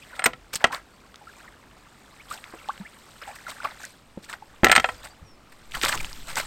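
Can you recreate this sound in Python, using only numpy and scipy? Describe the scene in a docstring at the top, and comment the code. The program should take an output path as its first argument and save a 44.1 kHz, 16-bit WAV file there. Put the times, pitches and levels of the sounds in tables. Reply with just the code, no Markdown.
"""Water stirs and bubbles round a hiker's boots in a puddle, over a faint hiss of drizzle.
A wooden field gate is unlatched, each impact exciting the modes of its rails and steel latch.
The boots wade through, flinging drops and trapping air that resonates as bubbles; small birds call.
The gate slams and rattles shut. Then, heard from close above, two steps squelch into sodden grass
while wind rumbles at the microphone."""
import sys
import numpy as np
from scipy import signal
from scipy.fft import rfft, irfft
from scipy.io import wavfile
from scipy.ndimage import uniform_filter1d

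SR = 44100
rng = np.random.default_rng(int(sys.argv[2]) if len(sys.argv) > 2 else 0)


def transcribe(signal):
    """Save signal, clipped to [-1, 1], as a 16-bit WAV file at the path in sys.argv[1]."""
    frames = np.atleast_2d(signal).T
    limited = np.clip(frames, -1, 1)
    pcm = np.round(limited * 32767).astype(np.int16)
    wavfile.write(sys.argv[1], SR, pcm)


N = 284884
TIME = np.arange(N) / SR
RING_TIME = TIME[:SR]  # the second that follows an impact


def undb(db):
    """Decibels to amplitude ratio."""
    return 10 ** (np.asarray(db) / 20)


def unit(x):
    """Normalisation to rms 1."""
    return x / np.sqrt(np.mean(x ** 2))


def burst(x, span=0.0042):
    """Normalisation of a transient to the energy of rms 1 held for span seconds."""
    return x / np.sqrt(np.sum(x ** 2) / (span * SR))


def fade(t60):
    """Exponential free decay, 60 dB in t60 seconds."""
    return np.exp(-np.log(1000) * RING_TIME / t60)


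def add(out, s, x):
    """Superposition of x on out, starting at time s."""
    i = int(np.clip(s * SR, 0, N - 1))
    out[i:i + len(x)] += x[:N - i]


def colour(x, spectrum, size=1024):
    """Minimum-phase filter through (frequency [Hz], gain [dB]) points, by folding the cepstrum."""
    hz, db = np.transpose(spectrum)
    bins = np.maximum(np.arange(size // 2 + 1) * SR / size, 1)
    gain = undb(np.interp(np.log(bins), np.log(hz), db))
    cepstrum = irfft(np.log(gain))
    cepstrum[1:size // 2] *= 2
    cepstrum[size // 2 + 1:] = 0
    return signal.fftconvolve(x, irfft(np.exp(rfft(cepstrum))))[:len(x)]


def soften(x, hz, order=2):
    """Low-pass filter with its cutoff at hz."""
    return signal.lfilter(*signal.butter(order, min(hz, SR / 2 - 1), fs=SR), x)


def wander(rate):
    """Smooth random modulation of rms 1, with rate new values a second."""
    hold = int(SR / rate)
    steps = np.repeat(rng.standard_normal(N // hold + 1), hold)[:N]
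    return unit(uniform_filter1d(steps, hold))


def patter(rate, spread_db):
    """Shot noise: on average rate impulses a second, of very uneven size."""
    sizes = undb(spread_db * np.minimum(rng.exponential(size=N), 3.5))
    return unit((rng.random(N) < rate / SR) * rng.choice([-1, 1], N) * sizes)


def chirps(table, attack, waver_oct):
    """Frequency modulation: gliding, unsteady sines that swell and die away."""
    out, wobble = np.zeros(N), wander(500)
    for s, hz, db, length, octaves in table:
        age = np.linspace(0, 1, int(length * SR))
        shape = age ** attack * (1 - age) ** 2
        drift = waver_oct * wobble.take(int(s * SR) + np.arange(len(age)), mode="wrap")
        pitch = hz * 2 ** (octaves * age + drift)
        add(out, s, undb(db) * shape / shape.max() * np.sin(2 * np.pi * np.cumsum(pitch) / SR))
    return out


# spectrum of drizzle on the field: (frequency [Hz], relative level [dB])
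DRIZZLE_SPECTRUM = [(15, -31), (28, -7.5), (42, 3.5), (70, -5), (130, -4.5), (166, -6), (212, -4),
                    (427, -9.5), (677, -12), (1260, -14), (1610, -26), (2480, -20), (8360, -31.5),
                    (10100, -35.5), (16000, -42.5)]


def drizzle(level_db=-55.5):
    """Incoherent summation: countless small drops merge into an even hiss."""
    drops = .35 * patter(rate=3000, spread_db=2.5) + rng.standard_normal(N)
    hiss = unit(colour(drops, DRIZZLE_SPECTRUM, size=8192))
    return hiss * undb(level_db + .4 * wander(9))


def push(s, rise, decay):
    """Power envelope of displaced water: a bell-shaped rise to time s, then exponential draining."""
    exponent = np.where(TIME < s, ((TIME - s) / rise) ** 2, (TIME - s) / decay)
    return np.exp(-2 * np.minimum(exponent, 20))


# stirred puddle and rustling waterproofs; near 4.83 s, the noisy wash of the slammed gate dying away:
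# (time [s], relative low wash [dB], relative high wash [dB])
WASH_LEVELS = [(0.0, -57, -57), (0.19, -46, -60.5), (0.31, -60, -67.5), (1.16, -57, -66), (1.35, -55, -59),
               (1.57, -57, -68), (2.19, -56, -61), (2.38, -51, -60), (2.67, -49, -57), (2.86, -53, -60.5),
               (3.15, -56, -57.5), (3.71, -44, -54.5), (3.93, -62.5, -68.5), (4.64, -55, -64),
               (4.83, -46.5, -53), (5.15, -56.5, -65), (5.33, -61.5, -72.5), (5.65, -56.5, -61.5)]
# boots pushing through the puddle: (peak time [s], decay [s], slosh level [dB], spray level [dB])
PUDDLE_SPLASHES = [(.163, .014, -58, -46), (.541, .011, -31, -30), (.56, .007, -38, -28),
                   (.616, 0.028, -38, -55), (.729, .011, -32, -39.5), (0.747, 0.019, -30.5, -39),
                   (1.42, 0.083, -51.5, -60), (2.327, 0.04, -42, -41), (3.225, 0.013, -37.5, -51),
                   (3.288, 0.038, -42.5, -52), (3.359, .009, -44, -45), (3.497, .024, -38.5, -40.5),
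                   (3.651, 0.016, -27, -52), (3.841, 0.071, -48, -47), (4.242, 0.018, -52.5, -45.5),
                   (4.303, 0.019, -37, -42), (4.336, 0.011, -34, -46.5), (4.905, .06, -62, -50),
                   (5.051, 0.025, -40, -44), (5.526, 0.0076, -46, -51.5)]
# soles landing on sodden turf: (time [s], draining time [s], slosh level [dB], spray level [dB])
TURF_STEPS = [(5.839, .08, -25.5, -25.5), (6.381, .028, -25, -28)]


def footwork(turf_from_s=5.71, seep_db=-55.5, turf_rustle_db=-48.5, heel_lead_s=.084, heel_db=-10):
    """Addition of powers: a noisy wash, splashes and steps give the amplitudes of slosh and spray."""
    times, low_db, high_db = np.transpose(WASH_LEVELS)
    on_turf = TIME > turf_from_s  # close by, grass seeps and waterproofs rustle steadily
    slosh_power = undb(np.where(on_turf, seep_db, np.interp(TIME, times, low_db) - 1.5)) ** 2
    spray_power = undb(np.where(on_turf, turf_rustle_db, np.interp(TIME, times, high_db) + 2)) ** 2
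    for s, decay, slosh_db, spray_db in PUDDLE_SPLASHES:
        splash = push(s, rise=.7 * decay, decay=decay)
        slosh_power += undb(slosh_db) ** 2 * splash
        spray_power += undb(spray_db) ** 2 * splash
    for s, drain, slosh_db, spray_db in TURF_STEPS:
        heel = undb(heel_db) ** 2 * push(s - heel_lead_s, rise=.015, decay=.029)
        sole = push(s, rise=.017, decay=drain)
        slosh_power += undb(slosh_db) ** 2 * (heel + sole)
        spray_power += undb(spray_db) ** 2 * (heel + sole)
    return np.sqrt(slosh_power), np.sqrt(spray_power)


def fizz(lo_hz, hi_hz, rate, cycles, spread_db, count=16):
    """Bubble resonance in a swarm: each rings at the pitch of its size, rising as it surfaces."""
    out = 0
    for hz in np.geomspace(lo_hz, hi_hz, count):
        age = np.linspace(0, 1, int(cycles / hz * SR))
        bubble = age * np.exp(-8 * age) * np.sin(2 * np.pi * cycles * age * (1 + age / 5))
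        swarm = patter(rate * np.sqrt(hz / lo_hz), spread_db)  # small bubbles outnumber large ones
        out = out + np.sqrt(hz) * unit(signal.oaconvolve(swarm, bubble)[:N])
    return unit(out)


# spectra of slosh, of spray and of flung drops landing: (frequency [Hz], relative level [dB])
SLOSH_SPECTRUM = [(100, -14.5), (400, -3.5), (750, -3.5), (1300, 0.5), (2100, -3), (3200, -18), (6000, -20),
                  (16000, -21)]
SPRAY_SPECTRUM = [(200, 5.5), (1200, -11.5), (2500, 4.5), (4200, 4.5), (6300, -2), (8400, 5), (10300, -13),
                  (13000, -4), (16000, -19)]
CRACKLE_SPECTRUM = [(300, -45), (1200, -2), (2800, -1), (8400, -5), (10300, -13.5), (16000, -11.5)]


def boots(slosh, spray, breakup_db=-47, clump_db=2.8, clumps_per_s=160, crackle_db=-5):
    """Break-up of displaced water: bubbly slosh and spray come in clumps, and flung drops crackle."""
    water = fizz(500, 4500, rate=55, cycles=14, spread_db=3.8) + .5 * rng.standard_normal(N)
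    water = unit(colour(water, SLOSH_SPECTRUM))
    droplets = fizz(1800, 14000, rate=70, cycles=18, spread_db=4) + .9 * rng.standard_normal(N)
    droplets = unit(colour(droplets, SPRAY_SPECTRUM))
    crackle = undb(crackle_db) * unit(colour(patter(rate=190, spread_db=3.4), CRACKLE_SPECTRUM))
    # calm water stays smooth; only a strong splash flies apart
    breakup = spray ** 2 / (spray ** 2 + undb(breakup_db) ** 2)
    clumps = undb(clump_db * breakup * wander(clumps_per_s))
    return clumps * (slosh * water + spray * (droplets + breakup * crackle))


# large air pockets closing under water:
# (time [s], starting pitch [Hz], level [dB], duration [s], glide [octaves])
AIR_POCKETS = [(.018, 2340, -45, 0.04, 0.63), (.13, 1510, -37.5, 0.021, .3), (.698, 850, -34, 0.089, 0.84),
               (1.21, 775, -46.5, 0.046, 0.18), (1.27, 1287, -38.5, 0.022, 0.25),
               (1.288, 1650, -43.5, 0.029, -0.088), (1.478, 2070, -39, 0.012, 0.18),
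               (2.196, 1890, -43, 0.033, 1), (2.311, 1147, -25, 0.016, 0.47),
               (2.687, 692, -25, 0.014, 0.78), (2.692, 910, -22, 0.023, 1), (2.80, 210, -32, 0.04, -0.21),
               (2.85, 1630, -39, 0.039, 0.98), (3.272, 760, -36, 0.058, .14),
               (3.466, 1610, -28.5, 0.013, -0.47), (3.602, 1300, -30, 0.011, 0.23),
               (3.648, 1152, -19.5, 0.019, 0.14), (3.835, 1590, -34, 0.022, 0.17),
               (4.423, 905, -34.5, 0.012, -0.069), (5.836, 340, -22.5, 0.0091, 0.53),
               (6.0, 2250, -26.5, 0.015, 0.067)]


def gurgles(slosh, count=130, centre_hz=1900, cycles=24, calm_slosh_db=-52, calm_bubble_db=-45.5):
    """Resonance of trapped air: large pockets, and random small bubbles that follow the slosh level."""
    small = []
    for k, (size, strength, glide, delay) in enumerate(rng.standard_normal((count, 4))):
        i = int((k + delay) * N / count) % N
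        hz = centre_hz * 2 ** (.55 * np.clip(size, -2, 2))
        above_calm_db = 20 * np.log10(slosh[i]) - calm_slosh_db
        typical_db = min(calm_bubble_db + 1.6 * above_calm_db, -40.5)  # louder with slosh, up to a cap
        octaves = .25 * (1 + 2 * glide)
        small.append((i / SR, hz, typical_db + min(strength, 2), cycles / hz, octaves))
    return chirps(AIR_POCKETS, attack=.6, waver_oct=.11) + chirps(small, attack=.6, waver_oct=.11)


def ring(modes):
    """Modal superposition: each strike point gives the modes new strengths, signs and slight detuning."""
    out = 0
    for hz, db, t60 in modes:
        scatter_db, detune, sign = rng.standard_normal(3) * (3, .003, 1)
        tone = np.sin(2 * np.pi * hz * (1 + detune) * RING_TIME)
        out = out + np.sign(sign) * undb(db + scatter_db) * fade(t60) * tone
    return burst(out)


# blows on the gate: (time [s], knock level [dB], contact cutoff [Hz], latch level [dB])
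GATE_BLOWS = [(0.193, -24.5, 4040, -33), (0.2201, -31, 2600, -70), (0.2409, -22.5, 3000, -15),
              (.258, -15, 13000, -36), (0.2613, -12.5, 15000, -33), (0.333, -34.5, 3860, -58),
              (.6415, -10.5, 4700, -38), (0.668, -38, 7000, -46), (4.633, -21.5, 1700, -50),
              (4.6442, -9, 13600, -41), (4.658, -19.5, 3200, -37), (4.6672, -13.5, 3750, -47),
              (4.684, -25.5, 9000, -38), (4.696, -13, 2000, -32), (4.7153, -9.5, 13100, -14.5),
              (4.726, -13, 3300, -46), (4.752, -16, 4200, -20), (4.7614, -8.5, 8300, -22),
              (4.7778, -14, 3410, -44), (4.7977, -21.5, 8850, -46), (4.843, -14.5, 2000, -50),
              (4.857, -33, 3500, -39), (4.8885, -22.5, 1550, -43)]
# spectrum of a knock on timber: (frequency [Hz], relative level [dB])
KNOCK_SPECTRUM = [(80, -24.5), (350, -11.5), (650, 3.5), (1000, -3.5), (1400, 1.5), (2000, 6), (2900, -0.5),
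                  (5000, -8), (8500, -7.5), (10300, -26.5), (13000, -7), (16000, -15)]
# modes of the rails and of the steel latch: (frequency [Hz], relative level [dB], t60 [s])
RAIL_MODES = [(501, -22.5, 0.3), (702, -15.5, 0.09), (759, -4.5, 0.082), (1012, -9.5, 0.1),
              (1178, -10.5, 0.075), (1324, 5.5, 0.059), (1421, -3, 0.06), (1730, 5, 0.026),
              (1915, 5, 0.044), (2110, 3, 0.027), (2520, -2, 0.036), (3193, -7, 0.054)]
LATCH_MODES = [(4060, -2, .04), (5230, -13, .05), (7170, -4.5, 0.05), (8380, 2, 0.05), (8650, -1.5, 0.045),
               (12260, -15, 0.035), (13450, -18, .03)]


def gate(rise_s=.00047, rebound_s=.004, rebound_db=-13):
    """Impact excitation: each blow cracks on the timber, rings rails and latch, and rebounds once."""
    out = np.zeros(N)
    press = 1 - np.exp(-RING_TIME / rise_s)
    envelope = press * (fade(.022) + undb(-30) * fade(.13))  # a short crack and a faint tail
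    for s, knock_db, cutoff_hz, latch_db in GATE_BLOWS:
        contacts = rng.standard_normal((2, len(RING_TIME))) * envelope
        # a softer contact pushes for longer and loses its treble
        crack, rebound = (burst(soften(colour(hit, KNOCK_SPECTRUM), cutoff_hz)) for hit in contacts)
        rails = undb(.5) * press * ring(RAIL_MODES)
        latch = press * ring(LATCH_MODES)
        add(out, s, undb(knock_db) * (crack + rails) + undb(latch_db) * latch)
        add(out, s + rebound_s, undb(knock_db + rebound_db) * rebound)
    return out


def thud(hz, t60):
    """Damped oscillation: one heave, with a dull noisy shudder of equal energy."""
    heave = burst(-np.sin(2 * np.pi * hz * RING_TIME) * fade(t60))
    spectrum = [(hz / 4, -22), (hz, -2), (hz * 2, 0), (hz * 12, -42), (SR / 2, -85)]
    shudder = colour(rng.standard_normal(len(RING_TIME)) * fade(t60), spectrum, size=4096)
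    return burst(heave + burst(shudder))


# the gate's whole weight landing on its post: (time [s], level [dB])
HEAVY_BLOWS = [(.261, -25), (0.644, -26), (4.6327, -9), (4.644, -12)]
# low ground shudder and boom of the frame after a heavy gate blow:
# (frequency [Hz], relative level [dB], t60 [s])
BOOM_MODES = [(39.7, -15, 1.3), (134.6, -11.5, .5), (241, -3.5, 0.13), (319, -2, 0.063)]
# gate against its stop, boots on firm ground: (time [s], level [dB], pitch [Hz], t60 [s])
DULL_CONTACTS = [(.2605, -21, 677, 0.099), (0.6428, -11, 687, 0.047), (2.537, -34, 328, 0.083),
                 (4.174, -28.5, 198, 0.033), (4.777, -20.5, 242, 0.075), (5.216, -35.5, 70.3, 0.12)]


def thuds():
    """Free vibration: after a heavy blow the ground shudders and the frame booms; gate and boots thump."""
    out = np.zeros(N)
    for s, db in HEAVY_BLOWS:
        add(out, s, sum(undb(db + mode_db) * thud(hz, t60) for hz, mode_db, t60 in BOOM_MODES))
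    for s, db, hz, t60 in DULL_CONTACTS:
        add(out, s, undb(db) * thud(hz, t60))
    return out


# the loudest drops and wet snaps: (time [s], level [dB], pitch [Hz])
WET_SNAPS = [(.5485, -24, 6000), (.5562, -18, 6500), (.709, -28, 1100), (.747, -24, 4000),
             (1.143, -37, 1700), (1.158, -38, 4300), (2.441, -30, 2300), (2.687, -32, 3600),
             (2.778, -36, 2100), (3.633, -31, 1500), (3.852, -30, 7000), (4.329, -27, 2300),
             (4.338, -25, 1500), (5.72, -31, 3000), (5.8145, -21, 3500), (5.835, -14, 3500),
             (5.843, -15, 1100), (5.850, -14, 3500), (5.86, -14, 1700), (5.8845, -20, 2000),
             (5.9265, -16, 2200), (5.976, -24, 2800), (6.046, -24, 2800), (6.13, -31, 5000),
             (6.357, -23, 6000), (6.378, -20, 2200)]


def snaps(cycles=6, spatter_t60=.008):
    """Heavily damped transients: drops land and mud films burst, each a pop with a band of spatter."""
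    out = np.zeros(N)
    for s, db, hz in WET_SNAPS:
        onset = 1 - np.exp(-hz * RING_TIME)
        pop = burst(onset * np.sin(2 * np.pi * hz * RING_TIME) * fade(cycles / hz))
        band = signal.butter(2, [hz / 2, hz * 1.4], "bandpass", fs=SR)
        spatter = burst(signal.lfilter(*band, rng.standard_normal(len(RING_TIME)) * fade(spatter_t60)))
        add(out, s, undb(db) * burst(pop + .9 * spatter, span=.001))
    return out


# water squirting from under the boot: (time [s], level [dB])
BOOT_SQUIRTS = [(.642, -32), (5.741, -29), (5.925, -26)]


def squirts(start_hz=2000, glide_oct=-1.7, length_s=.048, half_width_hz=380):
    """Cavity resonance: froth excites a pocket in the mud, whose pitch falls as it opens."""
    out, age = np.zeros(N), np.linspace(0, 1, int(length_s * SR))
    phase = 2 * np.pi * np.cumsum(start_hz * 2 ** (glide_oct * age)) / SR
    shape = (1 - np.exp(-20 * age)) * (1 - age)
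    for s, db in BOOT_SQUIRTS:
        froth = rng.standard_normal((2, len(RING_TIME)))
        in_phase, quadrature = (unit(soften(noise, half_width_hz)[:len(age)]) for noise in froth)
        add(out, s, undb(db) * shape * (in_phase * np.cos(phase) + quadrature * np.sin(phase)))
    return out


# far birds: (time [s], starting pitch [Hz], level [dB], duration [s], glide [octaves])
BIRD_CALLS = [(.9, 4300, -64, 0.089, 0.12), (4.97, 4670, -55, 0.046, 0.086), (5.095, 4480, -53, .04, 0.098),
              (5.235, 5800, -57, 0.15, -0.19)]


def birds():
    """Nearly pure tones: small birds give short, gliding whistles."""
    return chirps(BIRD_CALLS, attack=1.5, waver_oct=.012)


# spectrum of wind on the microphone: (frequency [Hz], relative level [dB])
WIND_SPECTRUM = [(9, -3), (20, -18), (42, -18), (70, -34), (150, -30.5), (400, -44), (2000, -64)]
# strength of the gusts: (time [s], level [dB])
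GUST_LEVELS = [(0, -81), (5.66, -58.5), (5.75, -32.5), (5.9, -37), (5.99, -24.5), (6.1, -34.5),
               (6.46, -39.5)]


def wind():
    """Turbulent pressure fluctuation: gusts rumble at the microphone."""
    rumble = unit(colour(rng.standard_normal(N), WIND_SPECTRUM, size=16384))
    return rumble * undb(np.interp(TIME, *np.transpose(GUST_LEVELS)))


def field(x, t60=.2, wet_db=-26, dull_hz=3500):
    """Scattering: fence and hillside add a faint, dull tail."""
    tail = soften(rng.standard_normal(len(RING_TIME)) * fade(t60), dull_hz, order=1)
    return x + undb(wet_db) * signal.fftconvolve(x, tail / np.linalg.norm(tail))[:N]


def scene():
    """Superposition in one channel: water, gate and birds in the open, under drizzle and wind."""
    slosh, spray = footwork()
    water = boots(slosh, spray) + gurgles(slosh) + squirts() + snaps()
    sources = water + birds() + gate() + thuds()
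    return (field(sources) + drizzle() + wind())[None]


def record(dry, ceiling=.95, top_hz=15900):
    """Clipping and band limiting: the hardest blows overload, and a steep low-pass cuts the top."""
    clipped = np.clip(dry, -ceiling, ceiling)
    return signal.sosfilt(signal.ellip(8, .2, 70, top_hz, fs=SR, output="sos"), clipped)


dry = scene()
out = record(dry)
transcribe(out)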